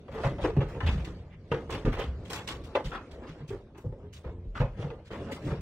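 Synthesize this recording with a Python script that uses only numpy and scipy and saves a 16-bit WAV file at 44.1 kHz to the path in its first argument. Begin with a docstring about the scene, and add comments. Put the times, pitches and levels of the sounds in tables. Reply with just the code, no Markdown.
"""Cattle leaving a steel trailer

Heard from close beside a livestock trailer, on a stereo microphone. Cattle step out: hooves thump
the sprung floor, knock the ringing side panels and scuff through dry muck. One cow gives a low,
closed-mouth moo. From further inside comes the rumble and rustle of other animals shuffling."""
import sys
import numpy as np
from scipy import signal
from scipy.fft import rfft, irfft, next_fast_len
from scipy.io import wavfile
from scipy.ndimage import uniform_filter1d, map_coordinates

SR = 44100
rng = np.random.default_rng(int(sys.argv[2]) if len(sys.argv) > 2 else 0)


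def generate_wav(signal):
    """Clip the signal to [-1, 1] and save it as 16-bit WAV at the path in sys.argv[1]."""
    frames = np.transpose(np.atleast_2d(signal))
    scaled = np.clip(frames, -1, 1) * 32767
    pcm = np.round(scaled).astype(np.int16)
    wavfile.write(sys.argv[1], SR, pcm)


N = 247401


def amp(db):
    """Decibels to gain."""
    return 10 ** (np.asarray(db) / 20)


def unit(x):
    """Scaled to rms 1."""
    return x / np.sqrt(np.mean(x ** 2) + 1e-20)


def along(points, hz):
    """Read a curve of (frequency, value) points on a log axis."""
    f, v = np.transpose(points)
    return np.interp(np.log(hz + 1), np.log(f + 1), v)


def near(hz, centre_hz, octaves):
    """Gain that falls off with the distance in pitch from a centre."""
    return 1 / (1 + (np.log2((hz + 1) / centre_hz) / octaves) ** 2)


def filtered(x, response):
    """Pass x through a complex frequency response."""
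    n = x.shape[-1]
    padded = next_fast_len(n + SR // 10)
    return irfft(rfft(x, padded) * response(np.fft.rfftfreq(padded, 1 / SR)), padded)[..., :n]


def noise(count, gain):
    """Noise of rms 1, coloured by a gain over frequency."""
    return unit(irfft(rfft(rng.standard_normal(count)) * gain(np.fft.rfftfreq(count, 1 / SR)), count))


def wobble(rate, count=N):
    """A smooth random curve, rate knots a second."""
    knots = rng.standard_normal(int(count * rate / SR) + 4)
    return map_coordinates(knots, [np.arange(count) * rate / SR])


def chance_field(shape, size):
    """Random values of rms 1, smooth over size = (frequency bins, time steps)."""
    return unit(uniform_filter1d(uniform_filter1d(rng.standard_normal(shape), size[0], 0), size[1], 1))


def patchy(x, depth_db, size):
    """Give x patches of random gain over frequency and time."""
    spectra = signal.stft(x, nperseg=512)[2]
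    patches = amp(depth_db * chance_field(spectra.shape, size))
    return signal.istft(spectra * patches, nperseg=512)[1][:N]


def stroke(t, rise, t60, first):
    """Envelope: first contact, a swell to 1 as the weight comes on, then an even decay."""
    rise, t60 = max(rise, 1e-3), max(t60, .02)
    swell = first + (1 - first) * np.sin(np.pi / 2 * np.minimum(t / rise, 1)) ** 2
    return swell * amp(-60 * np.maximum(t - rise, 0) / t60) * (1 - np.exp(-t / 4e-4))


def add(track, s, sound):
    """Mix a sound in at s seconds."""
    part = track[round(s * SR):][:len(sound)]
    part += sound[:len(part)]


# Movement deep in the trailer: (time [s], rumble level [dB], rustle level [dB])
HERD_MOVEMENT = [(.05, -49, -58), (.15, -39.5, -45.5), (1.08, -37, -48.5), (1.299, -46, -55.5),
                 (1.48, -45.5, -57), (1.6, -42, -46), (2.2, -40, -49), (3.08, -49.5, -49.5),
                 (3.699, -51.5, -60), (4.501, -48.5, -60), (4.8, -41.5, -51), (5.06, -49.5, -58.5),
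                 (5.201, -37, -43), (5.39, -44.5, -49), (5.5, -32, -45)]
# Colours of its rumble and its rustle: (frequency [Hz], level [dB])
RUMBLE_SPECTRUM = [(25, 1), (80, 5.5), (200, -4), (330, -65), (900, -120)]
RUSTLE_SPECTRUM = [(130, -28.5), (220, -2), (530, -5), (800, -17), (1400, -22.5), (1700, -24.5),
                   (4000, -35), (8500, -47.5), (15500, -72)]
def herd_shuffle():
    """Further inside, many small movements blur into an uneven rumble and rustle."""
    times, rumble_db, rustle_db = np.transpose(HERD_MOVEMENT)
    t = np.arange(N) / SR
    rumble_gain = amp(np.interp(t, times, rumble_db) + 0.22 * wobble(0.83))
    rumble = noise(next_fast_len(N), lambda f: amp(along(RUMBLE_SPECTRUM, f)))[:N]
    rustle = noise(next_fast_len(N), lambda f: amp(along(RUSTLE_SPECTRUM, f)))[:N]
    rustle_gain = amp(np.interp(t, times, rustle_db) + 2.2 * wobble(10))
    return rumble_gain * rumble + rustle_gain * patchy(rustle, depth_db=3, size=(8, 10))


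# One quiet call under the hoof noise: (time [s], pitch [Hz], level [dB])
MOO_CONTOUR = [(3.98, 87.2, -44), (4.079, 82, -44.5), (4.22, 79.8, -49), (4.326, 87.4, -39.5),
               (4.559, 87.2, -44)]
# Its harmonics through the nose, fundamental first: (level [dB])
NASAL_HARMONICS = [7, -9, -13.5, -10, -11, -18.5]
def cow_moo():
    """Vocal folds vibrate behind a shut mouth: a few clean harmonics that waver a little."""
    times, hz, db = np.transpose(MOO_CONTOUR)
    out, t = np.zeros(N), np.arange(times[0], times[-1], 1 / SR)
    pitch = np.interp(t, times, hz) * (1 + 0.014 * wobble(39, len(t)))
    phase = 2 * np.pi * np.cumsum(pitch) / SR
    call_db = np.interp(t, times, db)
    tilt_db = 0.35 * (call_db - db.max())  # a weaker call has weaker overtones
    voice = sum(amp(level + k * tilt_db + 1.6 * wobble(26, len(t))) * np.sin((k + 1) * phase + k)
                for k, level in enumerate(NASAL_HARMONICS))
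    fade = np.clip(np.minimum(t - times[0], times[-1] - t) / 0.065, 0, 1)
    add(out, times[0], unit(voice) * amp(call_db) * fade)
    return out


# Hooves sliding through dry muck: (time [s], level [dB], brightness [dB/octave], rise [s])
HOOF_SLIDES = [(0.116, -37.5, -4.5, 0.0045), (0.19, -48, 0.5, 0.071), (0.388, -39, -2.5, 0.062),
               (0.685, -60, 6, 0.001), (0.806, -32.5, -4.5, 0.033), (0.861, -28, -3.5, 0.0075),
               (0.912, -46, -1.5, 0.016), (0.965, -43.5, -3, 0.018), (1.046, -48.5, 0.5, 0.0021),
               (1.703, -45.5, 3, 0.0031), (1.723, -32, -3, 0.009), (1.852, -46, -1, 0.0011),
               (1.919, -27, -4.5, 0.012), (1.968, -33, -3.5, 0.04), (2.251, -54.5, 2, 0.0039),
               (2.298, -43, 5, 0.0069), (2.331, -36, 3, 0.0013), (2.474, -37, 1.5, 0.0033),
               (2.636, -56.5, 4, 0.01), (2.75, -43, -12, 0.0042), (2.841, -46, 1.5, 0.018),
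               (3.111, -57.5, 1.7, 0.0021), (3.263, -50.5, -2, 0.027), (3.382, -49, -4.5, 0.0043),
               (3.476, -55, 4, 0.015), (3.773, -65, 9, 0.012), (4.128, -52, 4.5, 0.0084),
               (4.548, -38.5, -3.5, 0.02), (4.758, -50.5, -1.5, 0.064), (5.041, -61, 1, 0.032),
               (5.107, -36, -3.5, 0.022), (5.311, -48.5, 5, 0.0089), (5.409, -55.5, 3.5, 0.064)]
# Colour of crushed grit: (frequency [Hz], level [dB])
GRIT_SPECTRUM = [(700, 0), (1600, 1), (3300, 0), (4100, -5), (5500, -10), (8500, -16), (10000, -26.5),
                 (15500, -30)]
def hoof_scuffs(cracks_per_s=500):
    """Grit crushed under a sliding hoof: lumpy hiss with small cracks, brighter near the door."""
    out, t = np.zeros(N), np.arange(SR // 2) / SR
    for s, db, tilt_db, rise in HOOF_SLIDES:
        hiss = noise(len(t), lambda f: amp(along(GRIT_SPECTRUM, f) + tilt_db * np.log2((f + 1) / 5000)))
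        add(out, s, amp(db) * hiss * stroke(t, rise, t60=0.26, first=1 / (1 + rise / 0.004)))
    cracking = rng.random(N) < cracks_per_s / SR
    cracks = cracking * amp(-7 + 2 * rng.standard_normal(N).clip(-2, 2))
    crack_decay = amp(-60 * t[:SR // 100] / 0.018)
    grains = 1 + np.convolve(cracks, crack_decay)[:N]  # each crack briefly lifts the hiss
    return patchy(out * unit(grains), depth_db=1.5, size=(14, 6))


def rattling_blow(t, rise, centre_hz, clank_db):
    """Uneven contact with steel: a dull push and a brighter clank, with a crack if it is quick."""
    dull = noise(len(t), lambda f: near(f, centre_hz, octaves=0.76) ** 2)
    clank = noise(len(t), lambda f: near(f, 900, octaves=1.41) ** 2 / (1 + (f / 5000) ** 2))
    edge = noise(len(t), lambda f: near(f, 2400, octaves=0.6) ** 2)
    crack = min(1, 0.005 / rise) * amp(-60 * t / 0.03) * edge
    # a slow push starts softly and dies slowly
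    envelope = lambda t60: stroke(t, rise, t60 + 1.72 * rise, first=1 / (1 + rise / 0.081))
    blow = dull * envelope(t60=0.21) + amp(clank_db) * (clank + crack) * envelope(t60=0.2)
    rattle = unit(amp(2 * wobble(110, len(t))))
    return blow * rattle


# Hooves and flanks on the side panels: (time [s], level [dB], clank [dB], rise [s], centre [Hz])
PANEL_BLOWS = [(0.082, -41.5, -5, 0.012, 536), (0.134, -32.5, -3, 0.06, 435),
               (0.235, -25.5, -0.5, 0.022, 550), (0.384, -32.5, -9, 0.0078, 577),
               (0.439, -18, -9, 0.015, 428.5), (0.566, -25.5, -9, 0.015, 411), (0.605, -26, -6, 0.016, 423),
               (0.748, -29, -14.5, 0.0051, 451), (0.804, -42.5, 12.5, 0.0055, 1730),
               (0.883, -40.5, 11, 0.0018, 2600), (1.056, -36.5, -6.5, 0.028, 326),
               (1.298, -58.5, -3, 0.034, 2060), (1.516, -20.5, -2, 0.0086, 455),
               (1.694, -30, -4.5, 0.035, 418), (1.851, -26, -4, 0.019, 435), (1.971, -27.5, -3, 0.028, 453),
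               (2.007, -42.5, -1, 0.0045, 2950), (2.3, -40.5, 7, 0.073, 440), (2.476, -44.5, 6, 0.057, 340),
               (2.752, -18, -4.5, 0.0039, 532), (2.916, -42, 10.5, 0.034, 1340),
               (3.22, -44, -0.5, 0.026, 520), (3.395, -43.5, -4.5, 0.014, 472),
               (3.504, -31, -7.5, 0.011, 393), (3.747, -49, 3.5, 0.025, 333),
               (3.842, -35.5, -50, 0.015, 462), (3.925, -37, -27, 0.003, 451),
               (4.029, -43.5, -13.5, 0.02, 407), (4.241, -35, -8, 0.036, 457),
               (4.553, -37.5, -0.5, 0.022, 1414), (4.603, -23.5, -4, 0.0073, 556),
               (4.775, -35.5, -8, 0.068, 462), (4.903, -31.5, -9, 0.0016, 466),
               (4.984, -41.5, -20, 0.002, 494), (5.104, -31.5, -4.5, 0.045, 435),
               (5.287, -40, -6, 0.03, 550), (5.319, -42, -15, 0.0027, 2040), (5.471, -34, -1, 0.045, 422)]
# Modes of a steel panel: (frequency [Hz], width [Hz], level [dB])
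PANEL_MODES = [(326.5, 113, -6.5), (441, 17.8, -4.5), (530.4, 17, -8.5), (589, 47, -15.5), (847, 48, -12.5),
               (1057, 55, -3), (1232, 15, -4), (1494, 17.6, -7), (1690, 44, -27), (2100, 14, 2),
               (2635, 18, -3.5), (3460, 130, 1.5)]
def panel_knocks(spot_q=14.7, hard_rise_s=0.006):
    """Each blow drives the panel modes at new strengths; a hard one leaves them ringing freely."""
    out, t = np.zeros(N), np.arange(SR * 2 // 5) / SR
    contact = lambda f: 0.4 / np.sqrt(1 + (900 / (f + 1)) ** 2)  # the hoof itself has no bass
    for s, db, clank_db, rise, centre_hz in PANEL_BLOWS:
        blow = rattling_blow(t, rise, centre_hz, clank_db)
        modes = [(hz * rng.normal(1, 0.034), width, (-1) ** k * amp(level + rng.normal(0, 2.7)))
                 for k, (hz, width, level) in enumerate(PANEL_MODES)]
        modes.append((centre_hz, centre_hz / spot_q, amp(-1.5)))  # the struck spot's own pitch
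        resonance = lambda f: sum(gain * 1j * f * width / (hz * hz - f * f + 1j * f * width)
                                  for hz, width, gain in modes)
        driven = filtered(blow, lambda f: contact(f) + resonance(f))
        # the free ring favours the struck spot and, in a clank, the high modes
        bite = lambda hz: amp(min(clank_db - 7, 0)) * (hz > 700) + near(hz, centre_hz, octaves=0.14)
        ring = sum(gain * bite(hz) * np.sin(2 * np.pi * hz * t) * np.exp(-np.pi * width * t)
                   for hz, width, gain in modes)
        hardness = min(1, hard_rise_s / rise) ** 2
        add(out, s, amp(db) * (driven + amp(-14.5) * hardness * ring))
    return out


# Weight landing close to the microphone: (time [s], level [dB], centre [Hz], chassis shake [dB])
FOOTFALLS = [(0.248, -20.5, 130, -7), (0.42, -29.5, 112, 3.5), (0.571, -15, 130, -6.5),
             (0.831, -17.5, 78.5, -8.5), (0.89, -19.5, 58.4, -17), (0.951, -26.5, 151, -5),
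             (1.516, -26, 129, -9), (1.702, -36, 95, 0), (1.849, -19.5, 123.6, 1), (1.874, -24.5, 262, -27),
             (2.043, -22, 69, -13.5), (2.531, -34, 58, -9), (2.848, -29.5, 153, 5.5),
             (3.109, -37.5, 71.4, -5), (3.297, -38.5, 171, -4), (3.405, -31.5, 145.6, -12),
             (3.492, -32.5, 99.3, -5), (3.848, -25.5, 120, -4.5), (4.04, -33, 88, -25),
             (4.259, -27.5, 72, -12), (4.456, -34.5, 87, 5), (4.601, -18, 126, -5), (4.791, -28, 102, -14),
             (4.834, -27, 132, -10), (5.455, -29, 124, -11), (5.516, -25, 127, -15.5)]
# Modes of the floor, and of the frame on its springs: (frequency [Hz])
FLOOR_MODES = [60.9, 69, 84.8, 106.5, 138.7, 165.3, 216.6, 249.4, 279]
CHASSIS_MODES = [36.1, 47.1]
def floor_thumps():
    """Where the hoof lands decides which floor modes ring most; the chassis shakes below them."""
    out, t = np.zeros(N), np.arange(SR * 2 // 5) / SR
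    ring = lambda hz: -np.sin(2 * np.pi * hz * rng.normal(1, 0.029) * t + rng.normal(0, 1.0))
    for s, db, centre_hz, shake_db in FOOTFALLS:
        t60 = 0.31 * (centre_hz / 100) ** -1.2  # lower thumps ring longer
        shares = near(np.array(FLOOR_MODES), centre_hz, octaves=0.2) + 0.031
        floor = sum(gain * ring(hz) for gain, hz in zip(shares / np.linalg.norm(shares), FLOOR_MODES))
        floor *= stroke(t, rise=0.015, t60=t60, first=1)
        shake = amp(shake_db) * sum(ring(hz) for hz in CHASSIS_MODES)
        shake *= stroke(t, rise=0.016, t60=1.66 * t60, first=0.11)
        add(out, s, amp(db) * (floor + shake))
    return filtered(out, lambda f: 1 / (1 + 1j * f / 700) ** 2)  # muck softens the contact


# Scattered sound at the microphone, relative to the direct: (frequency [Hz], level [dB])
SCATTER_SPECTRUM = [(60, -47.5), (500, -17), (1400, -5), (3000, -0.5)]
# How much earlier sound reaches the right port: (frequency [Hz], lead [microseconds])
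RIGHT_LEAD = [(1700, 30), (4000, 120), (8000, 184)]
def scene():
    """Two closely spaced microphone ports: the right hears first, and a scattered part differs."""
    direct = floor_thumps() + panel_knocks() + hoof_scuffs() + herd_shuffle() + cow_moo()
    spectra = signal.stft(direct, nperseg=512)[2]
    # bodies move, so the paths keep changing
    paths = chance_field(spectra.shape, size=(3, 8)) + 1j * chance_field(spectra.shape, size=(3, 8))
    scattered = signal.istft(spectra * paths / np.abs(paths), nperseg=512)[1][:N]
    side = filtered(scattered, lambda f: amp(along(SCATTER_SPECTRUM, f)))
    port_delays = lambda f: np.exp(1j * np.pi * 1e-6 * np.outer([-1, 1], f * along(RIGHT_LEAD, f)))
    return filtered(np.array([direct + side, direct - side]), port_delays)


def record(dry):
    """The microphone loses the deepest bass and passes nothing above its band limit."""
    low_cut_hz, top_hz = 44, 15780
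    return filtered(dry, lambda hz: (1j * hz / (1j * hz + low_cut_hz)) ** 2 * (hz < top_hz))


dry = scene()
out = record(dry)
generate_wav(out)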